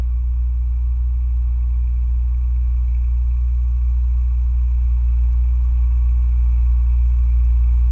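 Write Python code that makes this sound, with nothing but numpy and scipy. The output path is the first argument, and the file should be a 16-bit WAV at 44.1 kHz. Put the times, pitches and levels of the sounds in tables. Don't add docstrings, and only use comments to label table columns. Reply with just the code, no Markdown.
import sys
import numpy as np
from scipy import signal
from scipy.fft import rfft, irfft
from scipy.io import wavfile

SR = 44100
rng = np.random.default_rng(int(sys.argv[2]) if len(sys.argv) > 2 else 0)


def pcm_store(signal):
    levels = np.round(np.clip(np.atleast_2d(signal), -1, 1) * 32767)
    wavfile.write(sys.argv[1], SR, levels.astype(np.int16).T)


N = 348831
TIME = np.arange(N) / SR


# multiple of the cycle rate, level in dB against the firing line.
CYLINDER_LINES = [(1, -41), (2, -26.5), (3, -37), (5, -31), (6, -38), (7, -30.5), (9, -53), (10, -56),
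                  (12, -58), (13, -66), (15, -59.5)]

def exhaust(cycle, exhaust_db, octave_db=-22.5, octave_follow=0.98, waver=0.12):
    angle = 2 * np.pi * cycle
    firing = np.cos(4 * angle)
    octave_gain = amp(octave_db + (octave_follow - 1) * (exhaust_db - exhaust_db.mean()))
    octave = -octave_gain * np.cos(8 * angle)
    uneven = np.zeros(N)
    for multiple, db in CYLINDER_LINES:
        strength = amp(db) * (1 + waver * drift(rate_hz=0.83))
        uneven += strength * np.sin(multiple * angle + 2 * np.pi * rng.random())
    return np.sqrt(2) * amp(exhaust_db) * (firing + octave + uneven)


# multiple of the blade passing rate, level in dB against the firing line.
BLADE_LINES = [(1, -29), (2, -33.5), (3, -39)]
# frequency in Hz, relative spectral level in dB.
RUMBLE_SPECTRUM = [(3, -15), (12, -5), (38, -2), (60, 3), (80, -7), (100, -9.5), (125, -21), (145, -25),
                   (160, -33.5), (195, -30.5), (270, -33.5), (560, -38), (800, -49), (2000, -78)]

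def cutter(cycle, exhaust_db, passes_per_cycle=1.777, rumble_db=-22.0, rumble_follow=0.34):
    angle = 2 * np.pi * cycle * passes_per_cycle
    throb = sum(amp(db) * np.sin(k * angle + 2 * np.pi * rng.random()) for k, db in BLADE_LINES)
    trend_db = exhaust_db.mean() + rumble_follow * (exhaust_db - exhaust_db.mean())
    rumble = unit(colour(rng.standard_normal(N), RUMBLE_SPECTRUM))
    return np.sqrt(2) * amp(exhaust_db) * throb + amp(trend_db + rumble_db) * rumble


# frequency in Hz, relative spectral level in dB.
BLOCK_SPECTRUM = [(150, -35.5), (450, -14.5), (680, -8), (780, -6.5), (850, -0.5), (1000, -2), (1050, -7.5),
                  (1220, -4), (1320, -10), (1450, -8.5), (1520, -15.5), (2050, -17), (3300, -22),
                  (4800, -37.5)]
INJECTOR_SPECTRUM = [(1000, -35), (2080, -24), (2200, -3.5), (2450, -3.5), (2620, -1.5), (2740, -22),
                     (3600, -29), (8000, -41)]
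# frequency in Hz, width in Hz, lift in dB.
BLOCK_MODES = [(489, 33, 5.5), (690, 24, 4), (967, 45, 3.5), (1087, 16, 6), (1125, 50, 9.5), (1433, 22, 3),
               (1670, 160, 6.5), (2800, 98, 6), (3030, 92, 5.5), (3310, 50, 4.5), (3500, 50, 3)]
INJECTOR_MODES = [(2205, 120, 2.4), (2374, 120, 9), (2585, 61, 4)]
# start in seconds, relative level in dB.
STEEL_CLACKS = [(0.9647, -56), (1.2037, -51.5), (1.6237, -49.5), (1.8762, -52), (2.343, -49), (2.5612, -47),
                (2.8789, -48), (2.9452, -44), (3.309, -48), (6.0891, -47), (6.6563, -47), (6.8951, -43.5)]

def clatter(cycle, firing_hz, clack_db=-4.5):
    combustion = knocking(cycle, firing_hz, decay_s=0.0052, scatter_db=2.3, wash=1.5, repeat=0.26)
    ticking = knocking(cycle, firing_hz, decay_s=0.0055, scatter_db=2.5, wash=0.57, repeat=0.12)
    block_db = level(firing_hz, mid_db=-57.5, near_share=0.78, db_per_hz=0.87)
    block_db += swell(centre_s=5.6, width_s=2.0, lift_db=1)
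    injector_db = level(firing_hz, mid_db=-62.5, near_share=1.25, db_per_hz=1.4)
    injector_db += swell(centre_s=2.97, width_s=0.25, lift_db=2.0)
    block = amp(block_db) * colour(unit(combustion), BLOCK_SPECTRUM, BLOCK_MODES)
    injectors = amp(injector_db) * colour(unit(ticking), INJECTOR_SPECTRUM, INJECTOR_MODES)
    clacks = colour(bursts(STEEL_CLACKS, decay_s=0.0045), INJECTOR_SPECTRUM, INJECTOR_MODES)
    return block + injectors + amp(clack_db) * clacks


# place in the cycle from 0 to 1, relative strength in dB.
CYCLE_KNOCKS = [(.005, 1), (.27, -1), (.44, -4), (.52, -6.5), (.75, -4)]

def knocking(cycle, firing_hz, decay_s, scatter_db, wash, repeat):
    envelope = np.full(N, wash)
    for place, db in CYCLE_KNOCKS:
        count, fraction = np.divmod(cycle - place + 1, 1)
        force = amp(db + scatter_db * rng.standard_normal(256))[count.astype(int)]
        age_s = fraction * 4 / firing_hz
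        envelope += force * np.exp(-age_s / decay_s)
    grain = rng.standard_normal(round(4 * SR / firing_hz.mean()))
    recurring = grain[(cycle % 1 * len(grain)).astype(int)]
    return envelope * (np.sqrt(repeat) * recurring + np.sqrt(1 - repeat) * rng.standard_normal(N))


# frequency in Hz, relative spectral level in dB.
GRASS_SPECTRUM = [(1500, -16.5), (3000, -4), (3650, -8.5), (3950, 2), (4250, -4), (4850, -9), (5330, -3.5),
                  (5550, -4), (5880, 1.5), (6400, 0), (6650, -4.5), (6920, 3.5), (7200, -6.5), (7700, -28)]
# time in seconds, relative level in dB.
GRASS_LEVELS = [(0.05, -75.5), (2.29, -73), (3.59, -71), (7.48, -70), (7.85, -69)]

def grass(cycle, firing_hz, stalks_per_s=1500, spread_db=1.5, stalk_db=-5.0, level_db=0.5):
    size = amp(spread_db * np.minimum(rng.exponential(1, N), 4))
    stalks = size * rng.choice([-1, 1], N) * (rng.random(N) < stalks_per_s / SR)
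    hiss = knocking(cycle, firing_hz, decay_s=0.0071, scatter_db=2.0, wash=0.7, repeat=0.037)
    fizz = unit(amp(stalk_db) * unit(stalks) + unit(hiss))
    return amp(curve(GRASS_LEVELS) + level_db) * colour(fizz, GRASS_SPECTRUM)


MESH_TEETH = {"low": 48, "middle": 64, "high": 76}
WHINE_LEVELS = {"low": (-78.5, 0.086, 1.5), "middle": (-71, 0.89, .6), "high": (-67, .15, -.6)}
# tone name, centre in seconds, width in seconds, lift in dB.
WHINE_SWELLS = [("low", .8, .3, 6), ("low", 1.68, .42, 13), ("middle", 5.95, .4, 6),
                ("high", 5.87, .55, 6.5), ("middle", 6.85, 0.44, 8.5), ("high", 6.75, .35, 6.5)]

def gears(cycle, firing_hz, flutter=0.25, slip_rad=0.45):
    whine = np.zeros(N)
    for name, teeth in MESH_TEETH.items():
        db = level(firing_hz, *WHINE_LEVELS[name])
        db += sum(swell(*row) for which, *row in WHINE_SWELLS if which == name)
        tone = np.sin(2 * np.pi * teeth * cycle + slip_rad * drift(rate_hz=4.8))
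        whine += amp(db) * unit((1 + flutter * drift(rate_hz=7.2)) * tone)
    return whine


# start in seconds, relative level in dB.
TWIG_SNAPS = [(3.1144, -60), (3.1774, -59.5), (3.4067, -56), (3.8955, -55), (5.2121, -56), (5.3288, -48.5),
              (5.6341, -52), (7.0783, -53), (7.4485, -52)]
# frequency in Hz, relative spectral level in dB.
TWIG_SPECTRUM = [(1500, -23), (4000, -8.5), (6200, 1.5), (7300, -5.5), (8000, -38.5)]

def twigs(snap_db=-7.0):
    return amp(snap_db) * colour(bursts(TWIG_SNAPS, decay_s=0.0033), TWIG_SPECTRUM)


def level(firing_hz, mid_db, near_share, db_per_hz, cruise_hz=59.7):
    ahead_m, abreast_m, drive_m_per_s = 22.0, 12.0, 2.3
    distance_m = np.hypot(abreast_m, ahead_m - drive_m_per_s * TIME)
    spreading_db = -20 * np.log10(distance_m)
    nearing_db = spreading_db - spreading_db.mean()
    return mid_db + near_share * nearing_db + db_per_hz * (cruise_hz - firing_hz)


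def colour(x, spectrum, modes=(), size=16384):
    hz = np.fft.rfftfreq(size, 1 / SR)
    points_hz, points_db = np.transpose(spectrum)
    db = np.interp(np.log(hz + 1), np.log(points_hz + 1), points_db)
    for centre, width, lift in modes:
        db += lift / (1 + (2 * (hz - centre) / width) ** 2)
    log_gain = np.log(amp(np.r_[db, db[-2:0:-1]]))
    response = np.exp(np.conj(signal.hilbert(log_gain)))
    taps = np.fft.ifft(response).real[:size // 2]
    return signal.oaconvolve(x, taps / np.linalg.norm(taps))[:N]


def bursts(events, decay_s):
    impulses = np.zeros(N)
    for start_s, db in events:
        impulses[round(start_s * SR)] += amp(db)
    envelope = signal.lfilter([1], [1, -np.exp(-1 / (decay_s * SR))], impulses)
    return envelope * rng.standard_normal(N)


def drift(rate_hz):
    hz = np.fft.rfftfreq(N, 1 / SR)
    return unit(irfft(rfft(rng.standard_normal(N)) / (1 + (hz / rate_hz) ** 4), N))


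def swell(centre_s, width_s, lift_db):
    return lift_db * 0.5 ** ((2 * (TIME - centre_s) / width_s) ** 2)


def curve(table):
    return np.interp(TIME, *np.transpose(table))


def amp(db):
    return 10 ** (np.asarray(db) / 20)


def unit(x):
    return x / np.sqrt(np.mean(x ** 2) + 1e-20)


# time in seconds, firing rate in Hz.
FIRING_RATE = [(0.0, 59.61), (0.55, 60.11), (0.75, 59.61), (1.18, 60.29), (1.45, 59.45), (2.18, 59.58),
               (2.46, 60.18), (2.88, 59.39), (3.44, 60.14), (4.64, 60.0), (5.27, 59.16), (5.52, 60.14),
               (6.02, 59.27), (6.19, 59.76), (6.52, 59.06), (7.15, 59.8), (7.52, 58.79), (7.9, 59.37)]

def scene():
    firing_hz = curve(FIRING_RATE)
    exhaust_db = level(firing_hz, mid_db=-16, near_share=0.66, db_per_hz=0.64)
    cycle = np.cumsum(firing_hz) / (4 * SR)
    engine = exhaust(cycle, exhaust_db) + clatter(cycle, firing_hz) + gears(cycle, firing_hz)
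    mowing = cutter(cycle, exhaust_db) + grass(cycle, firing_hz) + twigs()
    return (engine + mowing)[None]


def record(dry, notch_hz=634, notch_width_hz=80, cutoff_hz=7450):
    notch = signal.iirnotch(notch_hz, notch_hz / notch_width_hz, fs=SR)
    lowpass = signal.firwin(511, cutoff_hz, window=("kaiser", 9), fs=SR)
    return signal.oaconvolve(signal.lfilter(*notch, dry), lowpass[None], "same")


dry = scene()
out = record(dry)
pcm_store(out)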